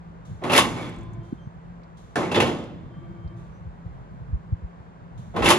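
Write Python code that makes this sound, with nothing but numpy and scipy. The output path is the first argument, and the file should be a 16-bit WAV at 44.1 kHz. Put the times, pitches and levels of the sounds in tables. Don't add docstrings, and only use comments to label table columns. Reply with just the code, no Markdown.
import sys
import numpy as np
from scipy import signal
from scipy.fft import rfft, irfft, next_fast_len
from scipy.io import wavfile
from scipy.ndimage import map_coordinates

SR = 44100
rng = np.random.default_rng(int(sys.argv[2]) if len(sys.argv) > 2 else 0)


def wav_out(sig):
    wavfile.write(sys.argv[1], SR, np.round(np.clip(np.atleast_2d(sig).T, -1, 1) * 32767).astype(np.int16))


N = 246078
TIME = np.arange(N) / SR


def amp(db):
    return 10 ** (np.asarray(db) / 20)


def unit(x):
    return x / np.sqrt(np.mean(x ** 2) + 1e-20)


def along(table, hz, column=1):
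    cols = np.transpose(table)
    return np.interp(np.log(hz + 1), np.log(cols[0] + 1), cols[column])


def wobble(rate, size=N):
    return map_coordinates(rng.standard_normal(int(size * rate / SR) + 4), [TIME[:size] * rate])


def tone(hz, waver, rate):
    return np.sqrt(2) * np.sin(2 * np.pi * np.cumsum(hz * (1 + waver * wobble(rate))) / SR)


def swell(start, rise, t60, hold=0):
    t = np.maximum(TIME - start, 0)
    return (1 - np.exp(-t / rise)) * amp(-60 * np.maximum(t - hold, 0) / t60)


def add(track, start, sound):
    part = track[..., max(round(start * SR), 0):][..., :sound.shape[-1]]
    part += sound[..., :part.shape[-1]]


def filtered(x, response):
    size = next_fast_len(x.shape[-1] + SR // 4, real=True)
    size += size % 2
    return irfft(rfft(x, size) * response(np.fft.rfftfreq(size, 1 / SR)), size)[..., :x.shape[-1]]


def causal(gain):
    cepstrum = irfft(np.log(np.maximum(gain, 1e-6)))
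    half = len(cepstrum) // 2
    cepstrum[1:half] *= 2
    cepstrum[half + 1:] = 0
    return np.exp(rfft(cepstrum))


def peak(hz, centre, width):
    return 1 / (1 + (2 * (hz - centre) / width) ** 2)


def at_ports(pair, ports):
    turn = lambda hz: np.arccos(np.clip(along(ports, hz), -1, 1)) / 2
    mid, side = filtered(pair, lambda hz: np.array([np.cos(turn(hz)), np.sin(turn(hz))]))
    lead = lambda hz: np.exp(.5j * np.outer([1, -1], along(ports, hz, column=2)))
    return filtered(np.array([mid + side, mid - side]), lead)


# (frequency [Hz], likeness [0-1], left lead [rad])
NOISE_PORTS = [(122.9, 0.6, 0.78), (300, 0.6, .9), (786, 0.6, 2.07), (1220, 0.9, 2), (1600, 0.04, 4.5),
               (2200, 0.9, 6.2), (3200, 0.2, 9.1), (5500, 0.4, 15)]
def rush(spectrum):
    noise = filtered(rng.standard_normal((2, N)), lambda hz: amp(along(spectrum, hz)))
    return unit(at_ports(noise, NOISE_PORTS))


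# (frequency [Hz], level [dB])
FARM_COLOUR = [(60, -29), (170, -6), (260, -13.5), (500, -14), (1000, -16), (1600, -22.5), (2300, -32.5),
               (3200, -37.5), (5500, -47.5), (7200, -47), (9000, -57), (15800, -77.5)]
def farm(level_db=-50):
    return amp(level_db + .5 * wobble(6)) * rush(FARM_COLOUR)


def engine(hz=169, level_db=-50.5):
    return amp(level_db + 2.2 * wobble(27) + 2.3 * wobble(3.3)) * tone(hz, waver=0.018, rate=30)


# (time [s], level [dB])
BREEZE = [(0, -41.5), (1.1, -38), (1.8, -45), (2.7, -38.5), (3.4, -38.5), (4.3, -38), (4.85, -45.5),
          (5.3, -35)]
# (frequency [Hz], level [dB])
RUMBLE_COLOUR = [(20, -42.5), (35, -14.5), (52, 1), (80, -5.5), (130, -1.5), (190, -6), (300, -36),
                 (600, -70)]
# (time [s], level [dB], pitch [Hz], length [s])
THUMPS = [(0.321, -31.5, 108, 0.018), (0.358, -37.5, 99, 0.027), (1.027, -36, 113.5, 0.031),
          (1.19, -35.5, 150, 0.021), (1.33, -22.5, 247, 0.0043), (1.476, -27.5, 124.2, 0.0048),
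          (2.987, -36.5, 149, 0.029), (3.262, -28.5, 76.4, 0.015), (3.622, -35, 90, 0.011),
          (3.683, -31, 73, 0.023), (3.868, -27.5, 97, 0.007), (3.92, -39, 55, 0.037),
          (4.217, -32, 99, .012), (4.305, -31.5, 108, 0.021), (4.345, -19.5, 68.4, 0.017),
          (4.535, -16, 87.3, 0.01), (4.645, -29, 68.4, 0.018), (5.439, -29, 57.8, 0.04)]
def wind_and_thumps(rumble_db=-5, gust_db=3.0, fall=0.37, ragged_db=1.8, surge_db=-18):
    thumps, surges = np.zeros((2, N)), np.zeros(N)
    for time, db, hz, length in THUMPS:
        progress = np.clip((TIME - time) / length, -10, 10)
        cycles = hz * length * (1 - np.exp(-fall * progress)) / fall
        phase = 2 * np.pi * (cycles + rng.random()) + np.array([[.5], [-.5]])
        thumps += amp(db) * np.exp(-progress ** 2) * np.sin(phase)
        surges += amp(db + surge_db) * np.exp(-(progress / 1.4) ** 2)
    breeze_db = np.interp(TIME, *np.transpose(BREEZE))
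    gusts = amp(breeze_db + rumble_db + gust_db * wobble(24) + 0.5 * wobble(45))
    return (gusts + surges) * rush(RUMBLE_COLOUR) + thumps * amp(ragged_db * (wobble(120) + 1))


# (frequency [Hz], level [dB])
HISS_COLOUR = [(1500, -25.5), (3500, 0.5), (5000, -9), (6600, -2), (8500, -11.5), (11000, -13.5),
               (13000, -25)]
def valve(lead_s=.187, spit_db=-61, hiss_db=-66.5, vent_db=-66.5):
    flow = np.zeros(N)
    for start, *_ in STROKES:
        flow += amp(spit_db) * swell(start - lead_s, rise=0.00087, t60=0.26)
        flow += amp(hiss_db) * swell(start - lead_s, rise=.03, t60=2.4)
    for _, stop, *_ in DRIVE_RUNS:
        flow += amp(vent_db) * swell(stop, rise=0.012, t60=0.88)
    return flow * rush(HISS_COLOUR)


# (delay [s], level [dB], bass [dB], treble [dB], rise time [s], catch pitch [Hz])
LOCKING = [(-.026, -42.5, 4, -19.5, 0.029, 590.5), (-.002, -29.5, -1, -12, .002, 1082),
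           (.02, -35.5, 0, -10.5, 0.0065, 398), (.058, -24.5, 1.5, -12, 0.0003, 2630),
           (.065, -27.5, 0, -8, 0.0022, 1152), (.078, -22, 5, 0.5, 0.0054, 2847),
           (.095, -18, -2.5, -1, .0015, 2673), (.109, -17.5, -1, -4.5, 0.003, 2047),
           (.125, -15.5, -2, 2, .0006, 593.1), (.14, -15, -3, 4, 0.000706, 2850),
           (.147, -21, -0.5, -7, .0005, 1100), (.168, -27.5, 1, -8, 0.0061, 3513),
           (.2, -37, 0.5, -3, 0.0049, 2193), (.32, -42.5, -0.5, -9, 0.01, 2256),
           (.365, -48, -5, -9, 0.011, 3420)]
UNLOCKING = [(0, -33.5, -2, 4, 0.00018, 1623), (.002, -37, -5.5, -22.5, 0.00052, 1500),
             (.004, -31, 1, -34, 0.0014, 418), (.009, -38, 2, -17.5, 0.0018, 699.4),
             (.032, -35, -0.5, -26, 0.0057, 1070), (.068, -38, -7.5, -9.5, 0.0014, 2100),
             (.158, -30, 2.5, -2, 0.0018, 2700), (0.187, -20.5, -1.5, -9, 0.0004, 3610),
             (.197, -23.5, -5, -3, .002, 2843), (.204, -21.5, 3, -14.5, .001, 494),
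             (.245, -20.5, 2, 0.5, 0.00028, 2840), (.261, -26.5, 3, -8, 0.0056, 513),
             (.303, -30.5, 3, -2, 0.0049, 3140)]
# (time [s], strength [dB], bass [dB], deck boom [dB], sizzle [dB], table of hits)
STROKES = [(.438, -1.5, -1.1, 5, 1.5, LOCKING), (2.157, -1, 0, 5.5, -6, UNLOCKING),
           (5.363, -1.57, 1, 3.5, .5, LOCKING)]
def hits(medium_db=-30):
    for start, strength_db, stroke_bass_db, boom_db, sizzle_db, pattern in STROKES:
        for delay, level_db, bass_db, treble_db, rise, catch_hz in pattern:
            db = strength_db + level_db
            thud_db = 2 + stroke_bass_db + bass_db - 0.19 * (db - medium_db)
            ring_db = -7.5 - 0.89 * (db - medium_db)
            yield start + delay, db, ring_db, rise, thud_db, treble_db, boom_db, sizzle_db, catch_hz


# (frequency [Hz], fade time [s])
PART_FADE = [(120, 0.43), (500, 0.2), (3000, 0.19), (11000, 0.13)]
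# (frequency [Hz], fade time [s], boost [dB])
TRAILER_RING = [(60, 1.6, -3.5), (110, 1.3, 9), (203, 1.4, 6), (403.5, 0.62, 2), (999, 0.73, 0.5),
                (3580, 0.68, -3), (7220, 0.5, 4), (11920, 0.43, -2)]
def blow(ring_db, rise, thud_db, treble_db, boom_db, sizzle_db, catch_hz, boom_hz=118.9):
    hz, t, noise = signal.stft(rng.standard_normal((2, SR)), SR, nperseg=256)
    dying = lambda table: amp(-60 * t / along(table, hz)[:, None])
    lingering = amp(ring_db + along(TRAILER_RING, hz, column=2))[:, None] * dying(TRAILER_RING)
    bloom = 1 - np.exp(-t * (hz[:, None] + boom_hz) / 1.5)
    envelope = bloom * np.hypot(dying(PART_FADE), lingering)
    plates = signal.istft(noise * envelope, SR, nperseg=256)[1][:, :SR]
    crack = amp(7.5 + treble_db - 60 * TIME[:SR] / 0.009) * rng.standard_normal((2, SR))

    def colour(f):
        below = lambda corner_hz: 1 / (1 + (f / corner_hz) ** 4)
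        tilt_db = thud_db * below(1250) + treble_db * (1 - below(4300))
        grind_db = sizzle_db * (1 - below(8150))
        sing_db = 8 * peak(f, catch_hz, width=420) + boom_db * peak(f, boom_hz, width=150)
        return causal(amp(tilt_db + grind_db + sing_db))

    return filtered((plates + crack) * (1 - np.exp(-TIME[:SR] / rise)), colour)


# (frequency [Hz], level [dB])
CLANG_COLOUR = [(50, -37), (85, -11), (337, -3.5), (1070, -4.5), (1630, -9), (2070, -8), (2360, -10.5),
                (3570, -10.5), (4750, -16.5), (7190, -20.5), (8200, -26), (10700, -16.5), (11900, -28.5),
                (13600, -37), (15800, -39)]
# (pitch [Hz], width [Hz], boost [dB])
STEEL_PEAKS = [(203.9, 18, -3.5), (246, 17, 3.5), (349, 33, 5), (483.8, 16, 3.5), (590, 28, 3),
               (703, 11, 2.5), (879, 20, 3.5), (1042.6, 18, 5), (1116, 26, 5), (1300, 22, 5),
               (1411, 160, -1.5), (1530, 16, 2.5), (2025, 13, 2.5), (2240, 15, 4.5), (2350, 73, -2),
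               (2481, 24, 5), (2670, 38, 4.5), (2830, 34, 1.5), (3060, 37, 2.5), (3330, 64, 4.5),
               (3500, 41, 4.5), (3580, 19, 5), (4010, 16, -1), (4320, 21, 1.5), (5150, 64, 3.5),
               (5140, 19, 2.5), (7014, 250, 6), (7240, 170, 3), (14900, 600, 10)]
def steel_colour(hz, ripple_db=2.5, spacing_hz=18):
    boost_db = sum(db * peak(hz, centre, width) for centre, width, db in STEEL_PEAKS)
    ripple = np.minimum(map_coordinates(rng.standard_normal(4096), [hz / spacing_hz], mode="wrap"), 1)
    gain = amp(along(CLANG_COLOUR, hz) + boost_db + ripple_db * ripple * hz / (hz + 600))
    return causal(gain / np.sqrt(np.mean(gain ** 2)))


# (frequency [Hz], likeness [0-1], left lead [rad])
TRAILER_PORTS = [(100, 0.9, 0), (250, 0.85, -0.1), (448.5, 0.8, -0.5), (1190, .68, 1), (1700, 0.5, 1.5),
                 (2024, 0.7, 1), (2500, 0.4, 0.5), (3040, 0.5, 2), (4000, 1, 1.14), (4900, 0.1, 0.8),
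                 (5850, .5, -1.5), (7000, .6, 2.43), (8520, 0.01, -1), (10300, 0.7, 2), (13000, 0.9, -2.5)]
def locks(level_db=4, chatter_db=0.5, pan_db=-0.5):
    blows = np.zeros((2, N))
    for time, db, *character in hits():
        add(blows, time, amp(db + level_db) * blow(*character))
    blows *= amp(chatter_db * wobble(180))
    return at_ports(filtered(blows, steel_colour) + slats(), TRAILER_PORTS) * amp([[pan_db], [-pan_db]])


# (pitch [Hz], level [dB], fade time [s])
SLAT_NOTES = [(257, -47, 1.3), (342.5, -48, 2), (490.4, -50.5, 1.1), (606.5, -49, .6), (703, -57, 1.2),
              (890, -51.5, 1.4), (935, -51, 1.3), (1020, -53, 1.2), (1152, -53, 1.4), (1560, -60.5, 1.4),
              (1890, -60, 1.3), (2272, -58.5, 1.4), (2720, -68, 1.3), (3068, -68, 1.3), (3200, -58.5, 1.8),
              (3470, -60.5, 2), (3570, -59.5, 2.1), (3665, -62.5, 1.8), (4086, -68, 1.8), (4360, -70, 1.6),
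              (5265, -70.5, 1.5)]
def slats(level_db=23, scatter_db=2):
    out, t = np.zeros((2, N)), TIME[:2 * SR]
    hz, note_db, t60 = np.transpose(SLAT_NOTES)
    notes = np.exp(2j * np.pi * np.outer(hz, t)) * amp(note_db[:, None] - 60 * t / t60[:, None])
    for time, db, ring_db, rise, *_ in hits():
        strengths = amp(scatter_db * rng.standard_normal((2, len(hz))))
        phases = np.exp(2j * np.pi * rng.random((2, len(hz))))
        ringing = ((strengths * phases) @ notes).real
        add(out, time, amp(db + ring_db + level_db) * ringing * (1 - np.exp(-t / rise)))
    return out


def ring(notes, rise=.0012, waver=.004, lead_rad=.8):
    t = TIME[:SR // 2]
    pair = np.zeros((2, len(t)))
    for hz, db, t60 in notes:
        cycles = np.cumsum(hz * (1 + waver * wobble(240, size=len(t)))) / SR + rng.random()
        pair += amp(db - 60 * t / t60) * np.sin(2 * np.pi * cycles + lead_rad * np.array([[.5], [-.5]]))
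    return pair * (1 - np.exp(-t / rise))


# (time [s], level [dB], pitch [Hz], fade time [s])
FREE_CATCHES = [(.496, -25, 2670, .16), (0.535, -21, 2665, 0.18), (2.313, -26, 2654, 0.082),
                (2.344, -25.5, 3467, 0.086), (2.403, -28, 2790, 0.033), (5.423, -30, 2690, 0.21),
                (5.457, -19.5, 2690, 0.19)]
# (multiple of the pitch, level [dB])
CATCH_NOTES = [(1, -1), (1.068, -10.5), (1.905, -20)]
def catches():
    out = np.zeros((2, N))
    for time, db, hz, t60 in FREE_CATCHES:
        add(out, time, ring([(hz * ratio, db + note_db, t60 / ratio) for ratio, note_db in CATCH_NOTES]))
    return out


# (pitch [Hz], level [dB], fade time [s])
SLAM_NOTES = [(353, -19.5, .16), (584, -20, 0.13), (702, -26, 0.086), (896, -20, .13), (1061.6, -19, 0.11),
              (1124, -20.5, 0.17), (1550, -25.5, .1), (2035, -20, .1), (2500, -23.5, 0.093),
              (2920, -20, 0.0775), (3070, -22.5, 0.12), (3640, -20, .08)]
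# (pitch [Hz], level [dB], fade time [s])
KNOCK_NOTES = [(374, -28, 0.19), (701, -22, 0.12), (1243, -33, 0.078), (1426, -24.5, 0.053),
               (1610, -23.5, .07), (1725, -22, .06)]
def bar(slam_delay_s=.141):
    out = np.zeros((2, N))
    for start, *_, pattern in STROKES:
        if pattern == LOCKING:
            add(out, start + slam_delay_s, ring(SLAM_NOTES, rise=0.0026, waver=0.0073, lead_rad=0.7))
        else:
            add(out, start, ring(KNOCK_NOTES, rise=0.0018, waver=.01))
    return out


# (pitch [Hz], level [dB])
HUM_NOTES = [(113, 4.5), (339, -2), (678, -15.5), (2260, -25.5)]
# (start [s], stop [s], hum level [dB], panel pitch [Hz], panel level within the hum [dB])
DRIVE_RUNS = [(0.7, 1.226, -49.5, 1025, -10), (2.892, 3.36, -52.5, 1163, -12)]
def drive(rough_db=4.0, stray_hz=7):
    out = np.zeros(N)
    for start, stop, hum_db, panel_hz, panel_db in DRIVE_RUNS:
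        notes = HUM_NOTES + [(panel_hz, panel_db)]
        hum = sum(amp(db + rough_db * wobble(45)) * tone(hz, stray_hz / hz, rate=150) for hz, db in notes)
        out += amp(hum_db) * swell(start, rise=0.017, t60=0.78, hold=stop - start) * hum
    return out


# (time [s], level [dB], pitch [Hz])
TICKS = [(.791, -60.5, 6550), (.866, -66, 7000), (0.893, -51, 8320), (.943, -62, 7200), (.961, -57.5, 7000),
         (0.986, -57.5, 7200), (1.01, -60, 6800), (1.032, -61.5, 7800), (1.134, -58, 7020),
         (1.834, -60, 4430), (2.586, -53, 6640), (2.632, -62, 6000), (2.641, -58, 6940), (3.276, -60, 4430)]
def ticks(t60=0.045, sharpness=3.2):
    out, t = np.zeros((2, N)), TIME[:SR // 8]
    for time, db, hz in TICKS:
        band = lambda f: 1 / (1 + (sharpness * (f / hz - hz / (f + 1))) ** 2)
        burst = unit(filtered(rng.standard_normal((2, len(t))), band))
        add(out, time, amp(db - 60 * t / t60) * burst)
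    return out


# (start [s], stop [s], level [dB], drop from start to stop [dB])
SQUEALS = [(1.212, 1.33, -65, 7.5), (1.393, 1.46, -61, 10), (2.921, 3.326, -70.5, -1.5)]
def squeal(hz=3155, flutter_db=1.5, fade_s=0.05, dip_db=6):
    level = np.zeros(N)
    for start, stop, db, drop_db in SQUEALS:
        travel = np.clip((TIME - start) / (stop - start), 0, 1)
        fade = np.clip(np.minimum(TIME - start, stop - TIME) / fade_s + .5, 0, 1)
        level += fade * amp(db - drop_db * travel - dip_db * np.sin(np.pi * travel) ** 2)
    return level * amp(flutter_db * wobble(60)) * tone(hz, waver=0.0043, rate=200)


# (time [s], level [dB], pitch [Hz], length [s])
CHIRPS = [(1.442, -79, 6220, 0.045), (3.56, -77, 6030, 0.036)]
def bird():
    return sum(amp(db) * np.exp(-((TIME - time) / length) ** 2) * tone(hz, waver=.02, rate=300)
               for time, db, hz, length in CHIRPS)


def scene():
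    background = farm() + engine() + wind_and_thumps()
    trailer = valve() + locks() + catches() + bar() + drive() + ticks() + squeal()
    return background + trailer + bird()


def record(dry, ceiling=.96, top_hz=15800):
    rounded = dry / (1 + np.abs(dry / ceiling) ** 10) ** (1 / 10)
    return filtered(rounded, lambda hz: hz < top_hz)


dry = scene()
out = record(dry)
wav_out(out)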